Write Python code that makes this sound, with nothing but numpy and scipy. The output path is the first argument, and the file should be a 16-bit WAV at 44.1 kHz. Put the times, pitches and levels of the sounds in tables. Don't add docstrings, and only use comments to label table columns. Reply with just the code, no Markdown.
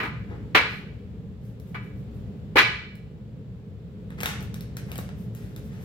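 import sys
import numpy as np
from scipy import signal
from scipy.fft import rfft, irfft
from scipy.io import wavfile

SR = 44100
rng = np.random.default_rng(int(sys.argv[2]) if len(sys.argv) > 2 else 0)


def wav_record(signal):
    frames = np.transpose(np.atleast_2d(signal))
    bounded = np.clip(frames, -1, 1)
    quanta = np.round(bounded * 32767).astype(np.int16)
    wavfile.write(sys.argv[1], SR, quanta)


N = 257544

# start in seconds, level in dB,
# treble corner in Hz, thud in dB, pane ring in dB.
DECK_KNOCKS = [(0.000, -21.5, 2320, 9, -6), (0.029, -21.5, 1700, 10.5, -5), (0.05, -24, 1400, 7.5, -2.5),
               (0.5474, -9, 4450, 5.5, -8.5), (0.556, -16, 4280, 7.5, -9.5), (0.568, -15.5, 3370, 5.5, -7),
               (1.744, -28.5, 1890, 14, 3.5), (2.556, -11.5, 1350, 12, -1.5), (2.566, -9, 3400, -3, -5.5),
               (2.582, -9, 6000, -8, 3)]
# frequency in Hz, prominence in dB, t60 in seconds.
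PANE_MODES = [(447, 4.1, 0.37), (790, 1.5, 0.32), (871, 2.6, 0.41), (1012, 3.3, 0.54), (1221, 5.2, 0.52),
              (1487, 4.5, 0.48), (1680, 4.6, 0.6), (1974, 4.1, 0.61), (2296, 8.2, 0.59), (2431, 4.8, 0.56),
              (2634, 2.3, 0.54), (2741, 1.4, 0.47), (2930, 5.0, 0.65), (3017, 5.0, 0.57), (3252, 4.3, 0.44),
              (3406, 4.0, 0.48), (3628, 3.9, 0.57), (3834, 2.3, 0.57), (4059, 6.5, 0.52), (4137, 4.3, 0.68),
              (4377, 2.5, 0.45), (4468, 3.0, 0.45), (4943, 4.7, 0.45), (5327, 3.2, 0.45), (5402, 5.0, 0.45)]
# frequency in Hz, level in dB.
PANE_SPECTRUM = [(100, -30.5), (250, -9.5), (420, -7.5), (600, -10), (900, -5.5), (1300, -1), (2200, 2.5),
                 (3200, -6), (4200, -8), (5400, -14.5), (6200, -17), (8000, -21.5), (11000, -19.5),
                 (15000, -16.5)]
# start in seconds, level in dB, treble tilt in dB per octave,
# hollowness from 0 to 1.
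EDGE_SNAPS = [(1.600, -56.5, 6, 0.2), (2.955, -57, 4, 0.04), (4.1047, -44.5, -4, 0), (4.2045, -32, -2, 0),
              (4.211, -36, 1.5, 0), (4.2330, -25.5, -1, 0.1), (4.2583, -24, -0.8, 0.22),
              (4.2956, -40, -2, 0.3), (4.4075, -47, 3.5, 0), (4.427, -43, 2, 0), (4.5427, -38.5, 1.5, 0.55),
              (4.6086, -41.5, 1.5, 0), (4.7689, -33.5, 0.2, 0.1), (4.9169, -37, 0, 1),
              (4.9572, -38.5, 2, .8), (4.980, -38, 4.5, 0.94), (4.988, -40.5, -5.5, 1),
              (5.091, -45.5, -3.5, 0.5), (5.3498, -47, 4.5, 0), (5.563, -41.5, 1.5, 0)]
# start in seconds, length in seconds, level in dB,
# treble tilt in dB per octave.
PACKET_SLIDES = [(0.274, 0.12, -62.5, -10), (.653, 0.19, -65.5, 3.5), (4.173, 0.048, -53.5, -4.5),
                 (4.262, .1, -45, -1), (4.38, 0.083, -63.5, -9.5), (4.871, .084, -61.5, -8),
                 (5.313, 0.3, -63.5, 1), (5.667, 0.23, -62.5, -1.5)]
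# start in seconds, end in seconds, level in dB.
GRIP_SHIFTS = [(1.41, 1.70, -72.5), (1.776, 2.20, -76.5), (4.79, 5.12, -67.5), (5.591, 5.76, -67)]
# frequency in Hz, gain in dB.
CARD_SPECTRUM = [(100, -8.5), (300, 3), (700, 0.5), (1500, 5), (2300, 6), (4000, -2.5), (6000, -3.5),
                 (8500, -9), (12000, -4.5), (16000, -6.5)]
# frequency in Hz, width in Hz, gain in dB.
DECK_RESONANCES = [(483, 63, 4), (755, 100, 4.5), (1760, 600, 3), (2410, 410, -3), (3800, 360, 1.5)]
# frequency in Hz, width in Hz, gain in dB.
HOLLOW_RESONANCES = [(517, 430, 9.5), (1660, 700, -6), (2300, 200, 8), (3800, 250, 9.5)]
# frequency in Hz, level in dB.
VENT_SPECTRUM = [(20, -26), (46, -21), (58, -2.5), (95, -6), (200, -5), (260, -16), (340, -23), (450, -16),
                 (650, -30), (1000, -37.5), (3500, -44.5), (6000, -55.5), (10000, -62), (16000, -59)]
# frequency in Hz, width in Hz, gain in dB.
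DUCT_RESONANCES = [(114.5, 13, 9.7), (145, 9.3, 3.4), (166, 10, 3.5), (202, 18, 3.4), (292, 14, 6.1),
                   (411, 14, 5), (423, 5.8, 0.8), (7340, 340, 7.1)]
# time in seconds, level in dB.
VENT_LEVELS = [(0.0, -37.5), (0.45, -37), (1.41, -41.5), (2.24, -37), (2.57, -39), (2.85, -42), (3.79, -42),
               (4.26, -37), (5.84, -38)]
# frequency in Hz, left minus right in dB.
VENT_BALANCE = [(40, -6), (80, 9), (150, -4.5), (300, 2.5), (1000, 0)]
# frequency in Hz, t60 in seconds.
ROOM_T60 = [(150, 0.43), (400, 0.47), (1000, 0.49), (2200, 0.58), (4500, 0.56), (8000, 0.48), (15000, 0.14)]
# frequency in Hz, left-right coherence from 0 to 1.
ROOM_COHERENCE = [(50, .96), (200, .96), (380, .92), (700, .35), (2000, .05), (16000, 0)]


def knock(level_db, corner_hz, thud_db, ring_db, crack_t60_s=0.16, rise_s=0.0023):
    force_db = level_db + 10.5
    thud_hz = 430 * 2 ** (0.1 * force_db)
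    tick_db = -13 + 0.25 * force_db
    tail = room_tail()
    t = np.arange(tail.shape[1]) / SR
    onset = slice(SR // 50)
    crack = diffuse_noise(len(t)) * 1000 ** (-t / crack_t60_s)
    dense = colour(crack + amp(-11) * tail / tail[:, onset].std(), pane_gain_db, size=4096)
    phases = rng.uniform(0, 2 * np.pi, (len(PANE_MODES), 2, 1))
    detunes = rng.uniform(.995, 1.002, len(PANE_MODES))
    ring = 0
    for (hz, prominence_db, t60_s), phase, detune in zip(PANE_MODES, phases, detunes):
        envelope = amp(pane_gain_db(hz) + prominence_db / 2 - 60 * t / t60_s)
        ring = ring + envelope * np.sin(2 * np.pi * hz * detune * t + phase)
    ring = amp(ring_db - 15) * ring / ring[:, onset].std()
    blow = (dense + ring) * (1 - np.exp(-t / rise_s))

    def contact_db(hz):
        mass_db = thud_db * np.exp(-np.log2((hz + 1) / thud_hz) ** 2)
        return 10 * np.log10(1 / (1 + (hz / corner_hz) ** 4) + amp(tick_db) ** 2) + mass_db
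    return amp(level_db) * colour(blow, contact_db)


def pane_gain_db(hz, width_hz=50):
    peaks = [(mode_hz, width_hz, db) for mode_hz, db, _ in PANE_MODES]
    return read(PANE_SPECTRUM, hz) + 7 + 1.07 * resonances_db(peaks, hz)


def tabletop(right_db=0.1):
    out = np.zeros((2, N))
    for start_s, *blow in DECK_KNOCKS:
        add(out, start_s, knock(*blow))
    return out * amp([[0], [right_db]])


def snaps(rows, click=3.5, rattle_db=3.5):
    out, t = np.zeros((2, N)), np.arange(SR // 2) / SR
    for start_s, level_db, tilt_db, hollowness in rows:
        t60_s = 0.0072 * 2 ** ((level_db + 45) / 21)
        burst = amp(rattle_db) * rng.standard_normal(len(t)) * 1000 ** (-t / t60_s)
        burst[0] += click
        snap = card_stock(burst, tilt_db, hollowness)
        add(out, start_s, amp(level_db) * from_the_left(snap, room_db=-5))
    return out


def slides(rows, catches_per_s=900, grain=0.46, crest_fraction=0.285):
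    out, t = np.zeros(N), np.arange(N) / SR
    hiss, catch_sizes = rng.standard_normal((2, N))
    catches = catch_sizes * (rng.random(N) < catches_per_s / SR)
    friction = unit_rms(hiss + grain * unit_rms(catches))
    for start_s, length_s, level_db, tilt_db in rows:
        span = (t >= start_s) & (t < start_s + 2 * length_s)
        stroke = np.interp(t[span] - start_s, [0, crest_fraction * length_s, length_s], [0, 1, 0])
        add(out, start_s, amp(level_db) * card_stock(friction[span] * stroke, tilt_db))
    return out


def finger_touches(rate_hz=6.4, spread_db=0.5):
    rows = []
    for start_s, end_s, level_db in GRIP_SHIFTS:
        slots_s = np.arange(start_s, end_s, 1 / rate_hz)
        for slot_s, (late, softness) in zip(slots_s, rng.random((len(slots_s), 2))):
            rows.append((slot_s + .5 * late / rate_hz, level_db + spread_db * (1 - 2 * softness)))
    return rows


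def card_stock(drive, tilt_db, hollowness=0):
    def gain_db(hz):
        octaves = np.log2((hz + 500) / 4000)
        deck_db = resonances_db(DECK_RESONANCES, hz)
        hollow_db = hollowness * resonances_db(HOLLOW_RESONANCES, hz)
        return read(CARD_SPECTRUM, hz) + 6 + deck_db + hollow_db + tilt_db * octaves
    return colour(drive[None], gain_db)[0]


def ventilation(gain_db=2.0, split_hz=700, hiss_follows=0.76):
    hz = np.fft.rfftfreq(N, 1 / SR)
    sides_db = np.array([[.5], [-.5]]) * read(VENT_BALANCE, hz)
    spectrum_db = read(VENT_SPECTRUM, hz) + resonances_db(DUCT_RESONANCES, hz) + sides_db
    rush = unit_rms(irfft(rfft(diffuse_noise(N)) * amp(spectrum_db), N))
    rumble = irfft(rfft(rush) / (1 + (hz / split_hz) ** 4), N)
    hiss = rush - rumble
    flow_db = np.interp(np.arange(N) / SR, *np.transpose(VENT_LEVELS))
    swell_db = flow_db - flow_db.mean()
    return amp(gain_db + flow_db.mean()) * (rumble * amp(swell_db) + hiss * amp(hiss_follows * swell_db))


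def from_the_left(x, room_db, early_db=-7, early_t60_s=0.06, echoes_per_s=1500, left_db=1.7):
    tail = room_tail()
    t = np.arange(tail.shape[1]) / SR
    early = rng.standard_normal(tail.shape) * (rng.random(tail.shape) < echoes_per_s / SR)
    early *= 1000 ** (-t / early_t60_s)
    early /= np.linalg.norm(early, axis=1, keepdims=True)
    paths = (amp(room_db) * tail + amp(early_db) * early) * (t > .002)
    paths[0, 0] += amp(left_db)
    paths[1, 10] += amp(-left_db)
    return signal.fftconvolve(x[None], paths, axes=1)[:, :len(x)]


def room_tail(size=32768):
    hz, t, bands = signal.stft(diffuse_noise(size), SR, nperseg=256)
    decay = amp(-60 * t / read(ROOM_T60, hz)[:, None])
    tail = signal.istft(bands * decay, SR, nperseg=256)[1]
    return tail / np.linalg.norm(tail[0])


def diffuse_noise(size):
    left, independent = rfft(rng.standard_normal((2, size)))
    coherence = read(ROOM_COHERENCE, np.fft.rfftfreq(size, 1 / SR))
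    right = coherence * left + np.sqrt(1 - coherence ** 2) * independent
    return irfft(np.array([left, right]), size)


def colour(x, db_of_hz, size=2048):
    log_gain = np.log(amp(db_of_hz(abs(np.fft.fftfreq(size, 1 / SR)))))
    taps = np.fft.ifft(np.exp(np.conj(signal.hilbert(log_gain)))).real[:size // 2]
    return signal.oaconvolve(x, taps[None], axes=1)[:, :x.shape[1]]


def resonances_db(rows, hz):
    return sum(db / (1 + (2 * (hz - peak_hz) / width_hz) ** 2) for peak_hz, width_hz, db in rows)


def read(points, hz):
    points_hz, values = np.transpose(points)
    return np.interp(np.log(hz + 1), np.log(points_hz + 1), values)


def amp(db):
    return 10 ** (np.asarray(db) / 20)


def unit_rms(x):
    return x / np.sqrt(np.mean(x ** 2) + 1e-20)


def add(mix, start_s, sound):
    part = mix[..., max(round(start_s * SR), 0):][..., :sound.shape[-1]]
    part += sound[..., :part.shape[-1]]


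def scene(glide_s=0.045, glide_db=-18, brush_s=0.13, tick_db=3.5, touch_tilt_db=4.5):
    glass_and_hum = tabletop() + ventilation()
    touches = finger_touches()
    ticks = [(start_s, db + tick_db, touch_tilt_db, 0) for start_s, db in touches]
    brushes = [(start_s, brush_s, db, touch_tilt_db) for start_s, db in touches]
    glides = [(start_s, glide_s, db + glide_db, tilt_db) for start_s, db, tilt_db, _ in EDGE_SNAPS]
    sliding = from_the_left(slides(PACKET_SLIDES + glides + brushes), room_db=0)
    return glass_and_hum + sliding + snaps(EDGE_SNAPS + ticks)


def record(dry, ceiling=0.95, cutoff_hz=16100):
    taps = signal.firwin(255, cutoff_hz, window=("kaiser", 9), fs=SR)
    return signal.oaconvolve(np.clip(dry, -ceiling, ceiling), taps[None], "same")


dry = scene()
out = record(dry)
wav_record(out)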